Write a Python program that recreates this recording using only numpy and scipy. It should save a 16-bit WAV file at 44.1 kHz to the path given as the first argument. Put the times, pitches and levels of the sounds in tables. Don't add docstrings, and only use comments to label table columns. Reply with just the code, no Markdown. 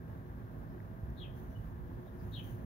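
import sys
import numpy as np
from scipy import signal
from scipy.fft import rfft, irfft
from scipy.io import wavfile

SR = 44100
rng = np.random.default_rng(int(sys.argv[2]) if len(sys.argv) > 2 else 0)


def to_wav(sig):
    pcm = np.clip(np.atleast_2d(sig), -1, 1) * 32767
    pcm = np.round(pcm).astype(np.int16)
    wavfile.write(sys.argv[1], SR, pcm.T)


N = 116865


def amp(db):
    return 10 ** (np.asarray(db) / 20)


def unit(x):
    return x / np.sqrt(np.mean(x ** 2) + 1e-20)


def bins():
    return np.fft.rfftfreq(N, 1 / SR)


def colour(points):
    hz, value = np.transpose(points)
    return np.interp(np.log(bins() + 1), np.log(hz + 1), value)


def curve(points):
    time_s, value = np.transpose(points)
    return np.interp(np.arange(N) / SR, time_s, value)


def shape(x, gain):
    return irfft(rfft(x) * gain, N)


def drift(rate_hz):
    return unit(shape(rng.standard_normal(N), np.exp(-(bins() / rate_hz) ** 2)))


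def pan(lean_db):
    return amp(np.array([[.5], [-.5]]) * lean_db)


def add(mix, start_s, sound):
    start = max(round(start_s * SR), 0)
    part = mix[..., start:][..., :sound.shape[-1]]
    part += sound[..., :part.shape[-1]]


PORT_DELAY_S = 0.000393


def ports(pair):
    late = np.exp(-2j * np.pi * bins() * PORT_DELAY_S)
    return np.array([pair[0], shape(pair[1], late)])


# (frequency [Hz], left-right likeness [0..1])
PORT_LIKENESS = [(35, .35), (70, .72), (130, .93), (300, .82), (700, .42), (1600, .38), (3000, .2),
                 (8000, .05)]
FLUTTER_RMS_DB, FLUTTER_HZ = 0.75, 15


def air(spectrum):
    flutter = amp(FLUTTER_RMS_DB * drift(FLUTTER_HZ))
    a, b = rfft(rng.standard_normal((2, N)) * flutter)
    same = np.clip(colour(PORT_LIKENESS), 0, 1)
    left = a * amp(colour([(hz, db) for hz, db, _ in spectrum]))
    right = (same * a + np.sqrt(1 - same ** 2) * b) * amp(colour([(hz, db) for hz, _, db in spectrum]))
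    return ports(np.sqrt(SR / 2) * irfft(np.array([left, right]), N))


# (frequency [Hz], left density [dB/Hz], right density [dB/Hz])
RUMBLE_SPECTRUM = [(11.8, -100, -100), (21.3, -77, -85.5), (33.3, -79.5, -74), (52, -65, -62.5),
                   (90.6, -69, -68.5), (132.7, -69, -67), (214, -74.5, -72), (323, -81, -80.5),
                   (457, -86.5, -82.5), (810, -94, -86.5), (1112, -88.5, -89), (1163, -99, -90.5),
                   (1670, -90.5, -100), (1728, -90.5, -105), (2236, -105, -109), (2890, -112, -115),
                   (4930, -140, -140)]
# (time [s], level [dB])
BASS_LEVEL = [(0, -8), (.14, 2), (.21, -3), (.33, -0.5), (.48, -2.5), (.58, -1), (.66, 2.5), (.9, -6.5),
              (1.09, 6), (1.16, 0), (1.32, 1.5), (1.41, -2.5), (1.5, 3), (1.72, 1), (1.85, 3.5),
              (2.17, -4.5), (2.27, 2.5), (2.38, 0.5), (2.65, -1)]
# (time [s], level [dB])
UPPER_LEVEL = [(0, -1.5), (.9, -1), (1.6, -1), (2.1, -1), (2.65, 0)]
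BASS_CROSSOVER_HZ = 123


def rumble():
    noise = air(RUMBLE_SPECTRUM)
    bass = shape(noise, 1 / (1 + (bins() / BASS_CROSSOVER_HZ) ** 6))
    return bass * amp(curve(BASS_LEVEL)) + (noise - bass) * amp(curve(UPPER_LEVEL))


# (frequency [Hz], left density [dB/Hz], right density [dB/Hz])
HISS_SPECTRUM = [(1850, -120, -120), (3450, -111, -114), (4600, -118, -119), (6630, -118, -124),
                 (7880, -127, -129), (10250, -120, -121), (12400, -113, -114), (16000, -114, -113)]


def hiss():
    return air(HISS_SPECTRUM)


# (frequency [Hz], level [dB], left minus right [dB])
HUM_TONES = [(161.9, -60, -4.5), (262.4, -63, -2), (357.2, -61, 3), (479.7, -79.5, -1.5),
             (647.4, -71.5, -12), (780, -87, 0.5), (899, -78.5, -10.5), (1360, -96, 2.5), (1442, -78, 5),
             (1586, -78, 8.5)]
# (time [s], level [dB])
DRONE_LEVEL = [(0, -66), (.55, -50.5), (.75, -50.5), (.95, -53.5), (1.4, -57), (1.58, -42.5), (1.75, -47),
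               (1.9, -66), (2.3, -46.5), (2.65, -49.5)]
DRONE_HZ, DRONE_LEAN_DB = 108.4, -3.5
WANDER_RMS_HZ, WAVER_RMS, WAVER_RATE_HZ = 4.5, .7, 13


def hum():
    out = np.zeros((2, N))
    drone = (DRONE_HZ, curve(DRONE_LEVEL), DRONE_LEAN_DB)
    for hz, db, lean_db in HUM_TONES + [drone]:
        cycles = np.cumsum(hz + WANDER_RMS_HZ * drift(WAVER_RATE_HZ)) / SR
        tone = np.sqrt(2) * np.sin(2 * np.pi * (cycles + rng.random()))
        waver = unit(1 + WAVER_RMS * drift(WAVER_RATE_HZ))
        out += amp(db) * pan(lean_db) * waver * tone
    return ports(out)


# (time [s], level [dB])
RUSTLE_LEVEL = [(0, -105), (1.32, -100), (1.36, -70.5), (1.44, -71.5), (1.53, -78), (1.64, -81),
                (1.71, -75), (1.79, -100), (2.18, -78), (2.23, -71), (2.41, -68), (2.45, -63),
                (2.52, -65.5), (2.55, -69.5), (2.6, -77), (2.65, -77)]
# (frequency [Hz], density [dB])
RUSTLE_SPECTRUM = [(3000, -2.5), (5200, -16.5), (6500, -4), (7900, -28), (9000, -15.5), (10500, -5),
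                   (13000, -4.5), (15500, -0.5)]
# (time [s], left minus right [dB])
RUSTLE_POSITION = [(1.4, 0.5), (2.25, 1.5), (2.47, 0), (2.55, 7)]
GRAIN_RMS_DB, GRAIN_RATE_HZ = 1.5, 148


def rustle():
    grains = rng.standard_normal((2, N)) * amp(GRAIN_RMS_DB * drift(GRAIN_RATE_HZ))
    noise = np.sqrt(2) * unit(shape(grains, amp(colour(RUSTLE_SPECTRUM))))
    return noise * amp(curve(RUSTLE_LEVEL)) * pan(curve(RUSTLE_POSITION))


# (time [s], onset level [dB], centre [Hz], Gaussian width [octaves], left minus right [dB])
TICK_EVENTS = [(.803, -51, 1640, 0.32, 1), (1.102, -72, 5760, .12, -6), (1.102, -64, 14000, 0.18, -7),
               (1.363, -72, 6200, 0.18, 5), (1.435, -60, 13500, 0.18, -8), (2.072, -46.5, 665, 0.21, -2),
               (2.477, -72, 11000, .6, 0), (2.549, -59, 13080, 0.21, 3)]
TICK_DECAY_S = 0.0016


def ticks():
    out, t = np.zeros((2, N)), np.arange(N) / SR
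    for start_s, db, hz, octaves, lean_db in TICK_EVENTS:
        band = unit(np.exp(-.5 * (np.log2((bins() + 1) / hz) / octaves) ** 2))
        decay = (t >= start_s) * np.exp(-abs(t - start_s) / TICK_DECAY_S)
        burst = rng.standard_normal((2, N)) * decay
        out += amp(db) * pan(lean_db) * shape(burst, band)
    return out


# (left [dB], right [dB])
DIRECT_GAIN_DB = [-4.5, -10]
# (delay [s], left gain [dB], right gain [dB])
WALL_ECHOES = [(.0075, -11.5, -21), (0.0142, -14.5, -12), (0.0371, -17, -24)]
# (frequency [Hz], gain [dB])
RIGHT_PORT_COLOUR = [(2400, 1), (2800, 0.5), (3200, 1.5), (3750, -5.5), (4300, -2), (6000, -9)]
SCATTER_DB, SCATTER_T60_S, SCATTER_RISE_S = [-1.5, -7], 0.22, 0.0063
TAIL_DB, TAIL_T60_S, TAIL_RISE_S = [-11, -20], 0.31, 0.038
ECHO_DENSITY_PER_S = 2000
FAR_ECHO_S, FAR_ECHO_DB = 0.12, -28


def reflections(x, db, t60_s, rise_s):
    t = np.arange(SR // 2) / SR
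    hits = rng.random((2, len(t))) < ECHO_DENSITY_PER_S / SR
    taps = rng.standard_normal((2, len(t))) * hits
    taps = taps * np.exp(-np.log(1000) * t / t60_s) * np.minimum(t / rise_s, 1)
    taps = taps / np.linalg.norm(taps, axis=1, keepdims=True)
    return amp(db)[:, None] * signal.fftconvolve(x[None], taps, axes=1)[:, :N]


def yard(x):
    near = amp(DIRECT_GAIN_DB)[:, None] * x
    near = near + reflections(x, SCATTER_DB, SCATTER_T60_S, SCATTER_RISE_S)
    for delay_s, left_db, right_db in WALL_ECHOES:
        add(near, delay_s, amp([left_db, right_db])[:, None] * x)
    near[1] = shape(near[1], amp(colour(RIGHT_PORT_COLOUR)))
    add(near, FAR_ECHO_S, amp(FAR_ECHO_DB) * near)
    return near + reflections(x, TAIL_DB, TAIL_T60_S, TAIL_RISE_S)


QUAVER_HZ, QUAVER_SPREAD_HZ = 280, 120

# (start [s], length [s], level at envelope peak [dB], mid pitch [Hz],
# fall [share of pitch], rms jitter [share of pitch])
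CHIRP_EVENTS = [(0.68, 0.028, -79, 5180, .05, 0.042), (1.498, 0.018, -74.5, 5900, -0.024, .035),
                (1.546, 0.026, -64.5, 2970, 0.0026, .02), (2.058, 0.034, -74.5, 3660, 0.041, .045),
                (2.181, 0.04, -74.5, 5000, -.08, 0.042)]


def chirps():
    out = np.zeros(N)
    for start_s, length_s, db, hz, fall, jitter in CHIRP_EVENTS:
        u = np.linspace(0, 1, int(length_s * SR))
        pitch_hz = hz * (1 + fall * (.5 - u) + jitter * drift(QUAVER_HZ)[:len(u)])
        phase = 2 * np.pi * np.cumsum(pitch_hz) / SR
        add(out, start_s, np.sqrt(2) * amp(db) * np.sin(np.pi * u) * np.sin(phase))
    return out


QUAVER_RMS, QUAVER_REF_HZ, QUAVER_GROWTH = .04, 3300, 1.6
EDGE_S, OCTAVE_DB = 0.0012, -36


def whistle(hz, gain):
    t = np.arange(len(hz)) / SR
    rate_hz = QUAVER_HZ + QUAVER_SPREAD_HZ * drift(QUAVER_HZ)[:len(t)]
    quaver = np.sqrt(2) * np.sin(2 * np.pi * np.cumsum(rate_hz) / SR)
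    depth = QUAVER_RMS * (hz / QUAVER_REF_HZ) ** QUAVER_GROWTH
    phase = 2 * np.pi * np.cumsum(hz * (1 + depth * quaver)) / SR
    ends = np.clip(np.minimum(t, t[-1] - t) / EDGE_S, 0, 1)
    return np.sqrt(2) * gain * ends * (np.sin(phase) + amp(OCTAVE_DB) * np.sin(2 * phase))


# (time [s], pitch [Hz], level [dB])
PEEP_COURSES = [
    [(1.165, 3830, -72), (1.180, 3786, -56.5), (1.195, 3830, -59), (1.200, 3480, -56), (1.210, 3327, -51),
     (1.224, 3285, -52.5), (1.236, 3114, -50), (1.241, 2750, -55), (1.252, 2300, -62)],
    [(2.318, 3790, -64), (2.331, 3870, -56), (2.341, 3724, -47.5), (2.351, 3830, -56), (2.355, 3270, -48.5),
     (2.368, 3215, -47), (2.386, 3000, -48), (2.394, 2810, -57), (2.402, 2150, -58)],
]


def peeps():
    out = np.zeros(N)
    for course in PEEP_COURSES:
        time_s, hz, db = np.transpose(course)
        t = np.arange(time_s[0], time_s[-1], 1 / SR)
        pitch_hz = np.interp(t, time_s, hz)
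        gain = amp(np.interp(t, time_s, db))
        add(out, time_s[0], whistle(pitch_hz, gain))
    return out


def scene():
    background = rumble() + hiss() + hum() + rustle() + ticks()
    return background + yard(chirps() + peeps())


CUTOFF_HZ, END_SAMPLES = 15750, 150


def record(dry):
    index = np.arange(N)
    ends = np.minimum(np.minimum(index, index[::-1]) / END_SAMPLES, 1)
    lowpass = signal.firwin(1023, CUTOFF_HZ, window=("kaiser", 9), fs=SR)
    return signal.oaconvolve(dry * ends, lowpass[None], "same")


dry = scene()
out = record(dry)
to_wav(out)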